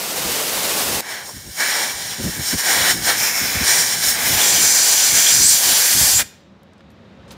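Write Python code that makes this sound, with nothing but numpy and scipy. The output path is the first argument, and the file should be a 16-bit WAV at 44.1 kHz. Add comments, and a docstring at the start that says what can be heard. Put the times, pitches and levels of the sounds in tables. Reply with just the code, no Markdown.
"""A compressed-air blow gun close to a mono phone in a workshop: a free hiss of jet, then the jet swept over
a steel chuck, whose bore, jaws, face and rim each ring as resonant bands of noise, with whistles at the edges.
Spilt air buffets the microphone as low, lumpy noise with a few falling pops. When the trigger lets go, a short
tail dies into the noise and hum of a shop fan, with small metal ticks from the fingers at work."""
import sys
import numpy as np
from scipy import signal
from scipy.fft import rfft, irfft, next_fast_len
from scipy.io import wavfile
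from scipy.ndimage import uniform_filter1d, map_coordinates

SR = 44100
rng = np.random.default_rng(int(sys.argv[2]) if len(sys.argv) > 2 else 0)


def file_out(sig):
    """Save sig as 16-bit WAV at sys.argv[1]."""
    # one column per channel
    cols = np.atleast_2d(sig).T
    # limit, then scale
    lim = np.clip(cols, -1, 1)
    pcm = np.round(lim * 32767).astype(np.int16)
    wavfile.write(sys.argv[1], SR, pcm)


N = 324999
TIME = np.arange(N) / SR  # s
SIZE = next_fast_len(N)
FREQ = np.maximum(np.arange(SIZE // 2 + 1) * SR / SIZE, 1)  # Hz, kept above zero for the logs

# Spectrum of the jet in open air: f/Hz, relative density/dB
FREE_COLOUR = [(18, -42), (30, -39), (141, -9), (508, 0.5), (1090, -3.5), (1410, -5.5), (1570, -5),
               (2640, -5), (5650, -4.5), (13100, -8), (15700, -9)]
# Steady spill of air on the microphone, before its random lumps: t/s, level/dB
SPILL = [(0, -68), (.2, -51), (1.0, -45), (1.04, -70), (1.3, -64), (1.85, -69), (2.0, -53), (3.2, -46.5),
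         (4.5, -48.5), (5.3, -52), (6.2, -50.5)]
# Gusts on the microphone: middle t/s, length/s, deep rumble level/dB, upper thump level/dB
GUSTS = [(1.362, 0.11, -36.5, -49), (1.47, 0.13, -37, -46), (1.914, .14, -42, -51), (2.202, .06, -34, -25),
         (2.265, 0.11, -27.5, -22.5), (2.398, 0.095, -40, -43), (2.541, .04, -23.5, -28),
         (3.432, 0.079, -39, -37), (3.562, 0.036, -32, -40), (3.616, 0.059, -31, -32),
         (4.294, 0.25, -31.5, -40), (5.326, 0.043, -36, -43), (5.42, 0.18, -34, -36),
         (5.696, 0.13, -44, -36), (5.997, 0.19, -30, -34.5), (6.163, 0.25, -36.5, -52)]
# Single eddies that slap the microphone port: t/s, peak level/dB, starting f/Hz
POPS = [(2.534, -16.5, 335), (3.414, -23, 253), (3.554, -19, 220), (3.61, -18, 282)]
# Level of the fan noise in the background, rising after the gun stops: t/s, level/dB
SHOP_LEVEL = [(6.4, -50.5), (6.588, -48.5), (6.85, -47.5), (7.37, -41.5)]
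# Spectrum of the fan's air noise: f/Hz, relative density/dB
FAN_COLOUR = [(25, -39.5), (75, -8.5), (130, -12.5), (194, -6), (260, -15), (450, -18.5), (1060, -25),
              (3860, -35), (5500, -43), (7000, -48.5), (9000, -58.5), (15700, -68)]
# Resonances of the fan hum: f/Hz, width/Hz, relative level/dB
FAN_HUM = [(185, 34, -11.5), (94.6, 18, -6), (550, 40, 1), (3750, 350, -20)]
# What the jet points at: t/s, target [0 bore, 1 jaw, 2 face, 3 rim]
AIM = [(1.0, 0), (3.15, 0), (3.22, 1), (3.6, 1), (3.66, 0), (4.15, 0), (4.2, 1), (4.3, 1), (4.45, 2),
       (5.5, 2), (5.6, 3)]
# Air resonances of the chuck bore: f/Hz, width/Hz, relative level/dB
BORE_MODES = [(1615, 600, 4.5), (1900, 450, -0.5), (2270, 120, 3.5), (3135, 850, -1.5), (4020, 1000, -0.5),
              (4430, 350, -10), (4820, 350, -2.5), (5500, 700, 3.5), (6500, 440, -3.5), (7010, 870, -1),
              (8280, 410, -0.5), (9000, 550, -1), (10400, 790, -5.5), (11370, 500, -8.5), (13300, 650, -12),
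              (15200, 600, -8.5)]
# Air resonances at a jaw: f/Hz, width/Hz, relative level/dB
JAW_MODES = [(1604, 860, 3), (2290, 500, 2.5), (3380, 1200, 5), (4100, 670, 5), (4970, 430, -6.5),
             (5510, 590, -2.5), (6200, 280, -4), (6980, 620, -6), (8330, 900, -16.5), (11600, 560, -15.5),
             (14370, 494, -8.5)]
# Air resonances at the chuck face: f/Hz, width/Hz, relative level/dB
FACE_MODES = [(1606, 620, -0.5), (2290, 370, -2.5), (3230, 1600, -17), (4810, 1600, -1), (5990, 700, 4),
              (7300, 1360, 3), (8100, 400, -7), (9330, 590, -1.5), (9900, 530, -4.5)]
# Air resonances at the rim: f/Hz, width/Hz, relative level/dB
RIM_MODES = [(1630, 800, 0.5), (2340, 380, -2.5), (3230, 1200, 4), (4020, 800, -1), (4660, 1080, 5.5),
             (5940, 1500, 5.5), (7400, 1000, 6.5), (8900, 1600, 2), (11100, 700, 4.5), (12600, 1000, -4.5),
             (15300, 800, -5)]
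# Resonances of the low roar: f/Hz, width/Hz, relative level/dB
ROAR_MODES = [(466, 960, -0.5), (850, 790, 4.5)]
# Spectrum of the nozzle hiss: f/Hz, relative density/dB
NOZZLE_COLOUR = [(300, -35), (1300, -16.5), (3500, -10.5), (7000, -3), (10000, -1.5), (12300, -4.5),
                 (15700, -4)]
# Bands that echoes off the hand and steel cancel: f/Hz, width/Hz, gain at centre/dB
NOTCHES = [(1357, 340, -4.5), (2726, 380, -0.5), (4620, 100, -3), (7870, 230, -4), (9900, 1200, -2.5)]
# Jet on the chuck, before the target balance: t/s, shrill ring level/dB, deep ring against it level/dB
JET_LEVELS = [(1.0, -39, -5), (1.03, -40, 5.5), (1.1, -31, -1), (1.22, -38, 2), (1.28, -34.5, -12.5),
              (1.34, -40.5, -6), (1.54, -37.5, -11), (1.6, -24, 1.5), (1.82, -22.5, -1.5), (1.95, -29, -5),
              (2.11, -27, -7), (2.2, -33, -6), (2.25, -26.5, -7.5), (2.3, -31, -3.5), (2.5, -22, -11),
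              (2.53, -22.5, -2), (2.56, -25.5, -10), (2.59, -15.5, -7.5), (2.62, -23, -6.5),
              (2.68, -18, -2.5), (2.71, -15.5, -3), (2.91, -16.5, -4), (2.96, -27, -9.5), (3.01, -27.5, -6),
              (3.06, -16, -9), (3.1, -14, -1.5), (3.14, -21, -4.5), (3.2, -18.5, -10), (3.26, -22, -4.5),
              (3.32, -22, -7), (3.63, -22.5, -4), (3.67, -15, -6.5), (3.71, -13.5, -5), (3.98, -24, -5.5),
              (4.05, -15, -9.5), (4.11, -16, -13), (4.18, -26, -1), (4.3, -19, -7), (4.39, -15, -6),
              (4.63, -12, -15), (5.31, -14.5, -11.5), (5.49, -13, -19), (5.63, -15.5, -12.5),
              (6.11, -13, -14.5), (6.18, -15.5, -16.5), (6.2, -16.5, -4), (6.23, -26, -4.5),
              (6.24, -40, -12)]
# Balance, one row each for bore, jaw, face, rim:
# shrill ring level/dB, middle ring level/dB, deep ring level/dB, low roar level/dB, nozzle hiss level/dB
BALANCES = [(-2, -5, -0.5, -7.5, -3.5), (-2, -5.5, 0, -6, 0), (-2, -7, -0.5, -7, -3),
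            (-2.5, -5, -0.5, -6, -1.5)]
# Low roar against its usual share: t/s, level/dB
ROAR_SWELL = [(1.0, 1), (1.26, 4.5), (1.29, 18), (1.312, 10), (1.325, -2), (1.55, 3), (1.7, -4), (1.8, 4),
              (1.95, 1.5), (2.65, -1), (2.78, 2), (2.9, -2), (3.1, 0.5), (3.3, -1.5), (3.8, -2), (4.1, -1),
              (4.5, 2.5), (4.65, 0.5), (5.55, -1.5), (5.68, 2.5), (5.93, -3), (6.06, 1.5), (6.24, -2.5)]
# Slow change of colour as the hand moves: t/s, middle ring level/dB, nozzle hiss level/dB
HAND_COLOUR = [(1.0, 1, -2), (1.3, 2, 1), (1.6, -0.5, 1.5), (1.9, -0.5, -1.5), (2.15, 1, -2.5),
               (2.3, 0, 3.5), (2.5, 0, -0.5), (2.85, -2, 0.5), (3.35, -1.5, -0.5), (3.7, -1, -1.5),
               (4.1, -0.5, 2), (4.43, 1.5, 1.5), (4.7, -3, -1.5), (5.1, 1.5, 0), (5.27, 4, 1.5),
               (5.45, -4, 1), (5.6, -0.5, 1), (6.24, -0.5, 0.5)]
# Treble reflected by the hand: mean delay/s, gain [linear]
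HAND_ECHOES = [(.0021, .2), (.0034, .16)]
# Whistles of the jet on an edge: t/s, length/s, from f/Hz, to f/Hz, rate of wavering/Hz, level/dB
WHISTLES = [(4.395, 0.056, 3500, 3500, 500, -21), (4.525, 0.098, 3280, 2920, 500, -22),
            (5.251, 0.0438, 3150, 3540, 500, -16.5), (5.418, 0.11, 7200, 9160, 1400, -11.5),
            (6.116, 0.1, 7000, 7460, 1400, -12.5)]
# Ticks of metal in the fingers: t/s, overall level/dB, nominal f/Hz, crack T60/s, ring against it level/dB
TICKS = [(6.6322, -44.5, 11100, 0.012, -34), (6.734, -46, 5500, 0.019, -30), (6.7805, -47, 4000, .02, -1),
         (6.7944, -49, 3500, .02, -14), (6.806, -34, 1800, 0.03, -10), (6.9035, -49, 6950, .025, -28),
         (6.9144, -59.5, 11500, .03, -7), (7.2795, -47, 4970, .3, -9), (7.3073, -29, 3600, 0.13, -14),
         (7.3165, -41, 11500, 0.08, -18)]
# Metal modes shared by the ticks: f/Hz, T60/s
TICK_MODES = [(2400, .04), (3300, 0.046), (5050, .12), (9600, .1), (11500, .07), (13700, .1)]

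FREE_DB, FREE_RISE_DB_PER_S = -20.5, 0.5
FREE_OPENS_S, FREE_OPENING_DB, FREE_STOPS_S = 0.16, -3.5, 1.008
ROOM_T60_S, ROOM_TREBLE_T60_S, ROOM_DB = 0.53, 0.31, -19.5
SPILL_THUMP_DB, RUMBLE_LAG_S = 3.5, 0.01
POP_T60_S, POP_SAG_S = 0.066, 0.015  # a pop's pitch halves in the sag time
DEEP_TOP_HZ, MIDDLE_TOP_HZ = 2650, 4420  # limits of the deep and middle ring
MIDDLE_FOLLOWS_DEEP, ROAR_FOLLOWS_DEEP = 0.52, 0.9  # dB for each dB that the deep ring gains
HISS_FOLLOWS_JET, JET_MEAN_DB = 0.9, -25.5  # the nozzle hiss swings less than the ring
SHIMMER_DB = 1.3  # each ring swells and fades a little on its own
TOP_HZ = 16150  # upper limit of the phone


def undb(db):
    """Turn dB into amplitude."""
    return 10 ** (np.asarray(db) / 20)


def curve(s, value):
    """Join points in time by straight lines."""
    return np.interp(TIME, s, value)


def noise(gain, count=N):
    """Noise of rms 1, shaped by the given gain at each frequency."""
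    x = irfft(rfft(rng.standard_normal(SIZE)) * gain, SIZE)[:count]
    return x / x.std()


def coloured(points):
    """Gain of (Hz, dB) points joined on a log frequency axis."""
    hz, db = np.transpose(points)
    return undb(np.interp(np.log(FREQ), np.log(hz), db))


def ringing(modes):
    """Gain of resonances driven by turbulence; powers add, skirts are steep."""
    power = 0
    for hz, width_hz, db in modes:
        detuning = (FREQ - hz ** 2 / FREQ) / width_hz
        power = power + undb(2 * db) / (1 + detuning ** 2) ** 2
    return np.sqrt(power)


def walk(rate):
    """Random levels held 1 / rate s and slewed twice; rms spread 1."""
    hold = int(SR / rate)
    steps = np.repeat(rng.standard_normal(N // hold + 1), hold)
    w = uniform_filter1d(uniform_filter1d(steps, hold), hold)[:N]
    return w / w.std()


def free_jet():
    """Smooth broad hiss of the jet in open air; the valve opens fully after a moment and is cut off sharply."""
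    level_db = FREE_DB + FREE_RISE_DB_PER_S * TIME + FREE_OPENING_DB * (TIME < FREE_OPENS_S)
    flutter_db = 0.9 * walk(60)
    return (TIME < FREE_STOPS_S) * undb(level_db + flutter_db) * noise(coloured(FREE_COLOUR))


def room(x):
    """Diffuse tail of the shop, as decaying noise; the treble dies sooner."""
    t = TIME[:SR]
    low = noise(coloured([(200, -3), (3500, 0), (6000, -6), (10000, -30)]), count=SR)
    high = noise(coloured([(3000, -14), (7000, 0), (15000, -3)]), count=SR)
    tail = low * undb(-60 * t / ROOM_T60_S) + high * undb(6.5 - 60 * t / ROOM_TREBLE_T60_S)
    unit_tail = tail / np.sqrt(np.sum(tail ** 2))
    return undb(ROOM_DB) * signal.fftconvolve(x, unit_tail)[:N]


def gust_swell(middle_s, length_s):
    """Rise and fall of one gust, a squared cosine."""
    return np.cos(np.pi * np.clip((TIME - middle_s) / length_s, -0.5, 0.5)) ** 2


def buffet():
    """Eddies shake the microphone port in lumps: thumps in gusts, a rumble just behind, a few falling pops."""
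    spill = undb(curve(*np.transpose(SPILL)) + 5.5 * walk(14))
    rumble, thump = spill, spill * undb(SPILL_THUMP_DB)
    for s, length, rumble_db, thump_db in GUSTS:
        rumble = rumble + undb(rumble_db) * gust_swell(s + RUMBLE_LAG_S, length)
        thump = thump + undb(thump_db) * gust_swell(s, length)
    # bands: f/Hz, width/Hz, relative level/dB
    deep = rumble * noise(ringing([(80, 100, 0)]))
    upper = thump * noise(ringing([(170, 160, 0), (290, 180, -4)]))
    fade = np.clip((6.28 - TIME) / 0.052, 0, 1)  # silent from 6.28 s
    out = fade * undb(1.6 * walk(60)) * (deep + upper)
    for s, db, hz in POPS:
        t = np.maximum(TIME - s, 0)
        cycles = hz * POP_SAG_S * np.log1p(t / POP_SAG_S)
        out = out - undb(db - 60 * t / POP_T60_S) * np.sin(2 * np.pi * cycles)
    return out


def shop():
    """Fan in the background: broad air noise with a wavering hum of resonant noise."""
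    air = undb(0.6 * walk(7.4)) * noise(coloured(FAN_COLOUR))
    hum = undb(-12 + 2.2 * walk(13)) * noise(ringing(FAN_HUM))
    return undb(curve(*np.transpose(SHOP_LEVEL))) * (air + hum)


def drift(x):
    """The ring wanders a percent or two in pitch as the hand shifts: a varying delay."""
    return map_coordinates(x, [(TIME + 0.002 * walk(4)) * SR], order=3)


def moving_echoes(x):
    """The shifting hand reflects the treble a few ms late, so a fine ripple drifts through the hiss."""
    treble = signal.sosfilt(signal.butter(2, 3000, "high", fs=SR, output="sos"), x)
    out = x
    for delay_s, gain in HAND_ECHOES:
        late = TIME - delay_s * (1 + 0.05 * walk(4))
        out = out + gain * map_coordinates(treble, [late * SR], order=2)
    return out


def chuck_jet():
    """The jet drives the air pockets of whatever it points at; all flutter with the turbulence."""
    s, level_db, deep_db = np.transpose(JET_LEVELS)
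    aim = curve(*np.transpose(AIM))
    follows_deep = (0, MIDDLE_FOLLOWS_DEEP, 1, ROAR_FOLLOWS_DEEP, 0)
    gains = []
    for follow, target_db in zip(follows_deep, np.transpose(BALANCES)):
        balance_db = np.interp(aim, range(4), target_db)
        gains.append(undb(curve(s, level_db + follow * deep_db) + balance_db))
    shrill, middle, deep, roar, hiss = gains

    roar = roar * undb(curve(*np.transpose(ROAR_SWELL)))
    hiss = hiss * undb((HISS_FOLLOWS_JET - 1) * curve(s, level_db - JET_MEAN_DB))
    slow_s, middle_db, hiss_db = np.transpose(HAND_COLOUR)
    middle = middle * undb(curve(slow_s, middle_db))
    hiss = hiss * undb(curve(slow_s, hiss_db))

    notch = undb(sum(db * np.exp(-((FREQ - hz) / width) ** 2) for hz, width, db in NOTCHES))
    out = roar * noise(notch * ringing(ROAR_MODES)) + hiss * noise(notch * coloured(NOZZLE_COLOUR))
    bands = ((deep, 0, DEEP_TOP_HZ), (middle, DEEP_TOP_HZ, MIDDLE_TOP_HZ), (shrill, MIDDLE_TOP_HZ, SR))
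    for target, modes in enumerate((BORE_MODES, JAW_MODES, FACE_MODES, RIM_MODES)):
        share = np.sqrt(np.clip(1 - abs(aim - target), 0, 1))  # equal-power crossfade
        for gain, low_hz, high_hz in bands:
            band_modes = [m for m in modes if low_hz < m[0] < high_hz]
            shimmer = undb(SHIMMER_DB * walk(9))
            out += share * gain * shimmer * noise(notch * ringing(band_modes))
    valve = (TIME > s[0]) * np.clip((6.236 - TIME) / 0.013, 0, 1)  # shut at 6.236 s
    flutter = undb(0.95 * walk(40))
    return moving_echoes(drift(out) * valve * flutter)


def whistles():
    """Narrow wavering noise that glides while the jet crosses an edge: a tone multiplied by slow noise."""
    out = np.zeros(N)
    for s, length, from_hz, to_hz, waver_hz, db in WHISTLES:
        progress = np.clip((TIME - s) / length, 0, 1)
        phase = 2 * np.pi * np.cumsum(from_hz + (to_hz - from_hz) * progress) / SR
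        out += undb(db) * np.sin(np.pi * progress) * walk(waver_hz) * np.sin(phase)
    return out


def ticks():
    """Each tick is a dying crack of noise; the metal modes nearest its nominal pitch ring on."""
    out, t = np.zeros(N + SR // 2), TIME[:SR // 2]
    for s, db, hz, crack_t60, ring_db in TICKS:
        edges = [hz / 4, min(1.6 * hz, SR / 2.2)]
        band = signal.butter(2, edges, "band", fs=SR, output="sos")
        grit = signal.sosfilt(band, rng.standard_normal(len(t)))
        crack = 0.77 * grit * undb(-60 * t / crack_t60)
        ring = 0
        for mode_hz, mode_t60 in TICK_MODES:
            mode_db = ring_db - 60 * abs(np.log2(mode_hz / hz))  # 60 dB weaker per octave away
            ring = ring + undb(mode_db - 60 * t / mode_t60) * np.sin(2 * np.pi * mode_hz * t)
        at = int(s * SR)
        out[at:at + len(t)] += undb(db) * (crack + ring)
    return out[:N]


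def scene():
    """Gun and ticks excite the room; wind on the microphone and the shop fan stay dry; both channels match."""
    near = free_jet() + chuck_jet() + whistles() + ticks()
    mono = near + room(near) + buffet() + shop()
    return np.array([mono, mono])


def record(dry):
    """The phone drops the deepest bass, rounds the peaks and cuts the top."""
    x = signal.sosfilt(signal.butter(2, 45, "high", fs=SR, output="sos"), dry)
    rounded = np.tanh(0.9 * x) / 0.9
    return signal.sosfilt(signal.cheby2(24, 90, TOP_HZ, fs=SR, output="sos"), rounded)


dry = scene()
out = record(dry)
file_out(out)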